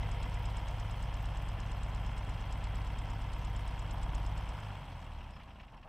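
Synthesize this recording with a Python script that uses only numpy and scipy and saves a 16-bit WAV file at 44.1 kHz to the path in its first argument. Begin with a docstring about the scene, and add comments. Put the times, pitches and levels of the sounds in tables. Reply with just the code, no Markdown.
"""Old six-cylinder tractor, switched off

One crank drives it all: the exhaust throbs as sine lines on the cycle rate, over coloured gas noise.
Block, valve gear and light metal are noise bursts at fixed crank angles; a leaky gasket spits once a cycle.
The engine labours briefly, picks up again, then is switched off.
It runs down, the pistons pumping air and clacking one by one, with a few dull clunks and chirping fittings.
"""
import sys
import numpy as np
from scipy import signal
from scipy.fft import rfft, irfft, next_fast_len
from scipy.io import wavfile
from scipy.ndimage import uniform_filter1d

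SR = 44100
rng = np.random.default_rng(int(sys.argv[2]) if len(sys.argv) > 2 else 0)


def master_out(mix):
    """Clip the mix to full scale and print it as 16-bit PCM to the path in sys.argv[1]."""
    frames = np.transpose(np.atleast_2d(mix))
    ceiling = np.clip(frames, -1, 1)
    pcm = np.round(ceiling * 32767).astype(np.int16)
    wavfile.write(sys.argv[1], SR, pcm)


N = 259704
T = np.arange(N) / SR

SET_RPM = 1045  # speed at which pace() is 0 dB
OFF_S, OFF_FADE_S = 4.54, 0.07  # switch-off, and time constant of the dying firings


def undb(db):
    """Decibels to gain."""
    return 10 ** (np.asarray(db) / 20)


def unit(x):
    """Scale to rms 1."""
    return x / np.sqrt(np.mean(x ** 2))


def noise():
    """White noise."""
    return rng.standard_normal(N)


def walk(rate):
    """Smooth random wander with rms 1, taking `rate` new values a second."""
    hold = int(SR / rate)
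    steps = np.repeat(rng.standard_normal(N // hold + 1), hold)
    return unit(uniform_filter1d(steps, hold)[:N])


def response(x, gain_of_hz):
    """Filter by a gain that is a function of frequency."""
    size = next_fast_len(N + 8192)
    f = np.maximum(np.arange(size // 2 + 1) * SR / size, 1)
    return irfft(rfft(x, size) * gain_of_hz(f), size)[:N]


def spectrum(f, points):
    """Gain of a (Hz, dB) table on a log-frequency axis."""
    hz, db = np.transpose(points)
    return undb(np.interp(np.log(f), np.log(hz), db))


# Ringing panels of the bonnet and covers.
# Each row: resonance in Hz, width in Hz, lift in dB.
PANEL_RESONANCES = [(794, 39, 4.5), (940, 33, 1), (1107, 95, 2.5), (1725, 43, 3.5), (2104, 47, 3),
                    (2710, 57, 3.5), (3243, 76, 5), (5320, 570, 6.5), (8200, 180, 3.5)]


def colour(x, points):
    """Shape by a spectrum and the panel resonances, keeping the power of white noise."""
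    def gain(f):
        lift = sum(db / (1 + (2 * (f - hz) / width) ** 2) for hz, width, db in PANEL_RESONANCES)
        return unit(spectrum(f, points) * undb(lift))
    return response(x, gain)


def taps(times, gains):
    """Single-sample impulses; those past the end are dropped."""
    samples = np.clip(times * SR, 0, N).astype(int)
    return np.bincount(samples, gains, N + 1)[:N]


def blows(cycle, table, scatter_db, jitter_s):
    """An impulse whenever the engine passes an angle of the table, each a little different."""
    angle, db = np.transpose(table)
    at = (np.arange(int(cycle[-1]) + 1)[:, None] + angle).ravel()
    chance = rng.standard_normal((len(at), 2))
    beyond = 2 * T[-1]  # angles that are never passed land past the end
    times = np.interp(at, cycle, T, left=beyond, right=beyond) + jitter_s * chance[:, 0]
    levels_db = np.resize(db, len(at)) + scatter_db * chance[:, 1]
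    return taps(times, undb(levels_db))


def fade(decay_s, rise_s):
    """Envelope of one blow, peak 1."""
    t = T[:SR // 10]
    shape = np.exp(-t / decay_s) * (1 - np.exp(-t / rise_s))
    return shape / shape.max()


def burst(hits, shape):
    """Fresh noise under the envelope of every blow; overlapping blows add in power."""
    power = np.abs(signal.fftconvolve(hits ** 2, shape ** 2)[:N])
    return noise() * np.sqrt(power)


# The run of the engine, joined by straight lines.
# Each row: time in seconds, crank speed in rpm.
CRANK_SPEED = [(0, 1042), (.35, 1061), (.8, 1050), (1.3, 1041), (3, 1039), (3.75, 1046), (3.98, 992),
               (4.2, 1039), (4.45, 1075), (4.6, 1058), (4.8, 930), (5.4, 586), (5.89, 345)]


def crank_rpm():
    """Crank speed through the labouring dip, the pick-up and the run-down."""
    return np.interp(T, *np.transpose(CRANK_SPEED))


def pace(db_per_octave):
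    """Gain of a moving part: it gets quieter with every halving of the crank speed."""
    return undb(db_per_octave * np.log2(crank_rpm() / SET_RPM))


def firing():
    """1 while the engine fires, dying away once it is switched off."""
    return np.exp(-np.maximum(T - OFF_S, 0) / OFF_FADE_S)


def effort(db_per_rpm):
    """Strength of the firings: the governor opens the throttle, a little late, when the speed sags."""
    governor_lag_s = 0.13
    sag_rpm = SET_RPM - np.interp(np.minimum(T, OFF_S) - governor_lag_s, T, crank_rpm())
    return firing() * undb(db_per_rpm * sag_rpm)


def labouring():
    """0 down to 570 rpm, then rising towards 1 as the crank slows and struggles over each compression."""
    return np.sqrt(np.clip(2 * (1 - crank_rpm() / 570), 0, 1))


def load(lift_db):
    """Gain that swells while the engine picks up again."""
    centre_s, half_length_s = 4.05, 0.23
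    return undb(lift_db * np.exp(-((T - centre_s) / half_length_s) ** 2))


def drifting(make):
    """Two versions of a sound that slowly trade places."""
    angle = 0.9 * T + rng.uniform(0, 2 * np.pi)  # radians
    return np.cos(angle) * make() + np.sin(angle) * make()


def grind(cycle):
    """Gear teeth and chains: a rough texture that comes round again with every cycle."""
    size = int(120 * SR / SET_RPM)  # samples in one cycle of two crank turns
    texture = rng.standard_normal(size)
    return texture[(cycle * size).astype(int) % size] * np.sqrt(crank_rpm() / SET_RPM)


def clatter(cycle, table, scatter_db, decay_s, rise_s, wash_db, repeat):
    """Metal blows or puffs over a wash: power share `repeat` recurs each cycle, the rest is always new."""
    shape = fade(decay_s, rise_s)

    def ringing(hits):
        one_ring = shape * rng.standard_normal(len(shape))  # the same noise for every hit
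        return signal.oaconvolve(hits, one_ring)[:N]

    parts = [blows(cycle, [row], scatter_db, jitter_s=0.00002) for row in table]
    ring = sum(drifting(lambda: ringing(hits)) for hits in parts)
    wash = undb(wash_db) * pace(db_per_octave=1.5)
    same = unit(ring) + wash * drifting(lambda: grind(cycle))
    fresh = unit(burst(sum(parts), shape)) + wash * noise()
    return unit(np.sqrt(repeat) * same + np.sqrt(1 - repeat) * fresh)


def flutter(x, rate, depth_db, count=9):
    """Each treble band flickers on its own, so the colour of the ticks keeps changing."""
    centres = np.geomspace(3500, 15000, count)  # Hz
    out = 0
    for band in np.eye(count):
        part = response(x, lambda f: np.interp(f, centres, band))
        out = out + part * undb(depth_db * walk(rate))
    return out


def fan(cycle):
    """Fan blades hum just above six and twelve times the cycle rate, beating slowly with the exhaust."""
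    blade = 2 * np.pi * (6.151 * cycle - 0.17)
    hum = np.cos(blade) - undb(-3.5) * np.cos(2 * blade)
    return np.sqrt(2) * hum * undb(-53.5) * pace(db_per_octave=20)


# Tappet blows, played by the light metal and by the valve cover.
# Each row: turn of the cycle from 0 to 1, relative level in dB.
TAPPET_BLOWS = [(.015, -1.5), (.075, 0), (.18, 0.5), (.24, 2.5), (.35, .5), (.405, 0.5), (.495, 1.5),
                (.565, 1.5), (.68, 1.5), (.76, 1), (.84, 2), (.925, 2.5)]
# Colour of the light metal and belt hiss. Each row: frequency in Hz, relative level in dB per Hz.
METAL_COLOUR = [(2500, -10.5), (3800, 10.5), (4700, 5), (5250, 0.5), (5900, 3), (6500, -0.5), (7350, -5),
                (7700, 5), (8300, -4), (9200, 0.5), (10100, -8), (15500, -9.5)]


def light_metal(cycle):
    """Light metal clicks with the tappets over belt hiss, the treble flickering."""
    clicks = clatter(cycle, TAPPET_BLOWS, scatter_db=2.5, decay_s=0.0062, rise_s=0.0011,
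                     wash_db=0, repeat=0.25)
    metal = colour(clicks, METAL_COLOUR) * undb(-67.5) * pace(db_per_octave=7.5)
    return flutter(metal, rate=90, depth_db=2.5)


# Colour of the gasket spit. Each row: frequency in Hz, relative level in dB per Hz.
GASKET_COLOUR = [(2000, -41), (3700, 8), (5200, 0), (6200, 2), (7200, 7.5), (7800, 9), (8500, 2),
                 (9500, -5.5), (11000, -19), (15500, -49)]


def gasket_spit(cycle):
    """One leaky cylinder spits gas once a cycle while it fires, harder under load."""
    hits = blows(cycle, [(0.971, 0)], scatter_db=1.7, jitter_s=0.00034)
    spit = unit(burst(hits, fade(decay_s=0.0029, rise_s=0.007)))
    leak = colour(spit, GASKET_COLOUR) * undb(-71.5) * firing() * load(lift_db=4.5)
    return flutter(leak, rate=22, depth_db=1.9)


# Thin, sharp ticks. Each row: turn of the cycle from 0 to 1, relative level in dB.
SHARP_TICKS = [(.425, 2), (.735, 1), (.84, -10)]
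# Colour of the ticks. Each row: frequency in Hz, relative level in dB per Hz.
TICK_COLOUR = [(6000, -28), (10000, -7), (14000, 1), (15500, 4)]


def sharp_ticks(cycle):
    """Thin, sharp noise ticks at fixed crank angles, quieter as the crank slows."""
    hits = blows(cycle, SHARP_TICKS, scatter_db=6.0, jitter_s=0.0003)
    ticks = unit(burst(hits, fade(decay_s=0.0035, rise_s=0.0004)))
    return colour(ticks, TICK_COLOUR) * undb(-80.5) * pace(db_per_octave=19)


# Chirps of loose fittings, and one low clunk ring at the end.
# Each row: start in seconds, starting pitch in Hz, level in dB.
SHORT_RINGS = [(.027, 2090, -52), (.083, 2050, -57), (.124, 5200, -68), (.14, 2106, -56),
               (.198, 5270, -58.5), (.2, 2240, -53), (.255, 2110, -50.5), (.37, 2070, -53),
               (.455, 5100, -61), (.577, 5250, -63), (3.931, 11550, -67), (5.33, 5130, -68),
               (5.355, 5150, -64), (5.767, 5500, -71), (5.85, 695, -52)]


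def short_rings():
    """Loose fittings chirp and one low clunk rings: each ring is a little rough and sags in pitch."""
    sag_hz_per_s = 4100
    out = 0
    for s, hz, db in SHORT_RINGS:
        hit = taps(np.array([s]), [undb(db)])
        swell = signal.oaconvolve(hit, fade(decay_s=0.0066, rise_s=0.007))[:N]
        age = T - s
        phase = 2 * np.pi * (hz * age - sag_hz_per_s * age ** 2 / 2)
        out = out + swell * (1 + 0.3 * walk(200)) * np.sin(phase + 0.6 * walk(200))
    return out


# Jolts of a thin fitting. Each row: turn of the cycle from 0 to 1, relative level in dB.
FITTING_JOLTS = [(.075, 4), (.865, -3)]
# Its free shake in the run-down: centre in seconds, half length in seconds, middle level in dB.
FREE_SHAKE = (5.33, 0.059, -80)
# Colour of the fitting. Each row: frequency in Hz, relative level in dB per Hz.
FITTING_COLOUR = [(4200, -45), (4850, -8), (5100, -1), (5500, -5), (6500, -42)]


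def jingle(cycle):
    """A thin fitting is jolted twice a cycle while firing, and shakes freely for a moment in the run-down."""
    hits = blows(cycle, FITTING_JOLTS, scatter_db=1.5, jitter_s=0.0004)
    jolts = unit(burst(hits, fade(decay_s=0.0072, rise_s=0.0012)))
    s, half_length_s, db = FREE_SHAKE
    shaking = np.exp(-((T - s) / half_length_s) ** 2) * undb(db + 3.6 * walk(60))
    return colour(jolts * undb(-77) * firing() + noise() * shaking, FITTING_COLOUR)


# Colour of the valve cover. Each row: frequency in Hz, relative level in dB per Hz.
COVER_COLOUR = [(700, -4), (1200, -1.5), (1450, 2), (1850, 1), (2080, 3), (2500, 2), (3000, 3), (3250, 1.5),
                (3500, -4), (4000, -26), (6000, -39), (12000, -40)]
# The slackest tappets. Each row: turn of the cycle from 0 to 1, relative level in dB.
SLACK_BLOWS = [(0.44, -2), (0.739, -3), (0.849, -1)]
# Colour of their taps. 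Each row: frequency in Hz, relative level in dB per Hz.
SLACK_TAP_COLOUR = [(800, -33), (1400, 5), (2100, -6), (3200, -7), (4200, -43)]


def valves(cycle):
    """Twelve tappets rattle the valve cover; the slackest ones tap sharply."""
    rattle = clatter(cycle, TAPPET_BLOWS, scatter_db=1.5, decay_s=0.0058, rise_s=0.0017,
                     wash_db=0.5, repeat=0.68)
    slack_hits = blows(cycle, SLACK_BLOWS, scatter_db=1.0, jitter_s=0.00013)
    slack = unit(burst(slack_hits, fade(decay_s=0.0019, rise_s=0.00026)))
    cover = colour(rattle, COVER_COLOUR) * undb(-55.5)
    sharp = colour(slack, SLACK_TAP_COLOUR) * undb(-68)
    return (cover + sharp) * pace(db_per_octave=10.5)


# Knocks inside the block. Each row: turn of the cycle from 0 to 1, relative level in dB.
BLOCK_KNOCKS = [(.017, -0.5), (.08, -2.5), (.118, -2), (.23, 1), (.255, -2), (.31, -2.5), (.348, -3),
                (.43, -4), (.475, -3), (.53, -3), (.578, -2.5), (.628, -3), (.683, -2), (.74, -2.5),
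                (.765, -2.5), (.843, -1.5), (0.906, -4), (.948, -4)]
# Dull driveline clunks. Each row: start in seconds, decay in seconds, level in dB.
DRIVELINE_CLUNKS = [(5.16, .008, -58), (5.193, 0.0065, -55.5), (5.315, .008, -55), (5.489, 0.005, -59),
                    (5.52, 0.0047, -58), (5.598, .009, -58), (5.722, 0.058, -56.5), (5.843, 0.023, -54),
                    (5.873, .03, -52)]
# Colour of the block. Each row: frequency in Hz, relative level in dB per Hz.
IRON_COLOUR = [(150, -5.5), (280, -8), (400, -9), (520, -4), (680, 0), (820, -1.5), (900, 0.5), (1000, 1.5),
               (1130, -5), (1300, -8), (1800, -15), (4000, -45.5)]


def block(cycle):
    """Pistons and gears knock in the block, harder under load; the driveline clunks as it runs down."""
    knocks = clatter(cycle, BLOCK_KNOCKS, scatter_db=0.53, decay_s=0.0075, rise_s=0.00065,
                     wash_db=-1.0, repeat=0.68)
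    knocks = knocks * undb(-50.5) * load(lift_db=2.0) * pace(db_per_octave=7.5)
    clunks = 0
    for s, decay_s, db in DRIVELINE_CLUNKS:
        hit = taps(np.array([s]), [undb(db)])
        clunks = clunks + burst(hit, fade(decay_s, rise_s=0.0072))
    return colour(knocks + clunks, IRON_COLOUR)


# The last compressions, heard one by one. Each row: start in seconds, level in dB.
LAST_COMPRESSIONS = [(5.066, -61), (5.121, -66), (5.158, -70), (5.186, -64), (5.206, -57.5), (5.236, -60),
                     (5.274, -61), (5.293, -64), (5.333, -60), (5.361, -58), (5.394, -57.5), (5.408, -59),
                     (5.434, -64), (5.478, -58.5), (5.501, -59.5), (5.555, -59.5), (5.595, -53),
                     (5.629, -59.5), (5.678, -60.5), (5.73, -60.5), (5.772, -60.5), (5.826, -58.5),
                     (5.871, -61)]
# Colour of the clacks. Each row: frequency in Hz, relative level in dB per Hz.
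COMPRESSION_COLOUR = [(600, -11), (1100, 3.5), (1600, -1), (2200, -0.5), (2800, 4), (3400, -7.5),
                      (4200, -14), (12000, -46)]


def compressions():
    """As the engine runs down, each compression clacks on its own as a noise burst."""
    s, db = np.transpose(LAST_COMPRESSIONS)
    clacks = burst(taps(s, undb(db)), fade(decay_s=0.0099, rise_s=0.007))
    return colour(clacks, COMPRESSION_COLOUR)


# Low resonances of the pipe that the pumped air excites. Each row: frequency in Hz, gain in dB.
PIPE_BOOM = [(24, -22), (31, -2.5), (36, 5), (45, -2.5), (53, -1.5), (62, 1), (85, 0), (105, 1.5),
             (160, 0.5)]


def air_pump(cycle):
    """Air pulses at twelve valve openings a cycle and, unfired, six piston strokes, booming in the pipe."""
    uneven = 0.017 * labouring() * walk(25)  # the slow crank turns unevenly
    stroke = 2 * np.pi * 6 * (cycle - 0.066 + uneven)
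    unfired = (undb(1.5) * np.cos(stroke) + undb(-8.5) * np.cos(3 * stroke)) * (1 - firing())
    pulses = -(unfired + np.cos(2 * stroke))
    boom = response(pulses, lambda f: spectrum(f, PIPE_BOOM))
    weakening_db = 1.5 * labouring()
    return np.sqrt(2) * boom * undb(-48 - weakening_db) * pace(db_per_octave=5.0)


# Puffs from the stack. Each row: turn of the cycle from 0 to 1, relative level in dB.
STACK_PUFFS = [(0.089, -2.5), (0.32, -2.5), (.82, -1.5)]
# Colour of the puffs. Each row: frequency in Hz, relative level in dB per Hz.
PUFF_COLOUR = [(130, -21), (200, 8.5), (270, 8.5), (400, -7.5), (700, -25), (3000, -80)]


def chuffs(cycle):
    """Hollow puffs from the stack, much alike from cycle to cycle, following the throttle."""
    puffs = clatter(cycle, STACK_PUFFS, scatter_db=1.5, decay_s=0.0099, rise_s=0.0042,
                    wash_db=-22, repeat=0.85)
    return colour(puffs, PUFF_COLOUR) * undb(-62.5) * effort(db_per_rpm=0.1057)


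# Exhaust lines. Each row: multiple of the four-stroke cycle rate, relative level in dB.
EXHAUST_LINES = [(2, -38), (3, -7), (4, 3), (5, -10), (6, 6.5), (7, -8.5), (8, -17), (9, -7), (10, -3.5),
                 (11, -8), (13, -44), (14, -8.5), (15, -11), (16, -38), (17, -14), (18, -8.5), (20, -19.5),
                 (22, -30), (23, -28.5)]
# Colour of the gas rumble. Each row: frequency in Hz, relative level in dB per Hz.
GAS_COLOUR = [(10, -2), (22, -8), (50, 5.5), (105, 4.5), (160, 1.5), (250, -5), (350, -15.5), (600, -53)]


def exhaust(cycle):
    """Unequal firings give lines at multiples of the cycle rate; turbulent gas rumbles between them."""
    after_firing = cycle - 0.012 + 0.00036 * walk(40)
    throb = 0
    for multiple, db in EXHAUST_LINES:
        k = round(multiple)
        late = 0.025 * (k % 2)  # one cylinder breathes late: the odd multiples lag
        pipe_lag = 0.5 * np.arctan(k - 5)  # phase turn of a silencer resonance near the fifth multiple
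        line = np.sin(2 * np.pi * k * (after_firing - late) - pipe_lag)
        throb = throb + np.sqrt(2) * undb(db) * line
    surge = 1 + 0.2 * np.cos(2 * np.pi * 2 * (cycle - 0.33))  # twice a cycle
    gas = colour(noise() * surge, GAS_COLOUR)
    throb = throb * undb(-47) * effort(db_per_rpm=0.0783)
    return throb + gas * undb(-51) * pace(db_per_octave=4.0)


# Stereo width. Each row: frequency in Hz, level of the left-right difference in dB.
STEREO_WIDTH = [(2200, -117), (3300, -13.5), (5000, -4.5), (8000, -12), (11000, -3.5), (15500, -2)]


def treble_side(cycle):
    """Left-right difference: independent treble of the light metal, gasket and valves."""
    treble = light_metal(cycle) + gasket_spit(cycle) + valves(cycle)
    return response(treble, lambda f: spectrum(f, STEREO_WIDTH))


# Opening colour, a little louder and fuller in the low middle.
# Each row: frequency in Hz, lift at the start in dB.
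OPENING_LIFT = [(60, 2.5), (160, 1.5), (260, -1), (340, 0), (430, 6), (600, 3.5), (850, 1), (2500, 2),
                (6000, 1.5), (9000, 3), (14000, 2)]


def settle(ear):
    """The opening colour gives way smoothly to the plain sound."""
    early = np.exp(-T / 0.83)
    opening = response(ear, lambda f: spectrum(f, OPENING_LIFT))
    return (1 - early) * ear + early * opening


def scene():
    """One crank drives the engine parts; only the treble differs between the ears."""
    cycle = np.cumsum(crank_rpm()) / (120 * SR) + 0.98  # four-stroke cycles of two crank turns
    mid = fan(cycle) + light_metal(cycle) + gasket_spit(cycle) + sharp_ticks(cycle)
    mid = mid + short_rings() + jingle(cycle) + valves(cycle) + block(cycle)
    mid = mid + compressions() + air_pump(cycle) + chuffs(cycle) + exhaust(cycle)
    side = treble_side(cycle)
    return np.array([settle(mid + side), settle(mid - side)])


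def record(dry):
    """A steep elliptic low-pass cuts the top above 15550 Hz."""
    return signal.sosfilt(signal.ellip(10, 0.2, 80, 15550, fs=SR, output="sos"), dry)


dry = scene()
out = record(dry)
master_out(out)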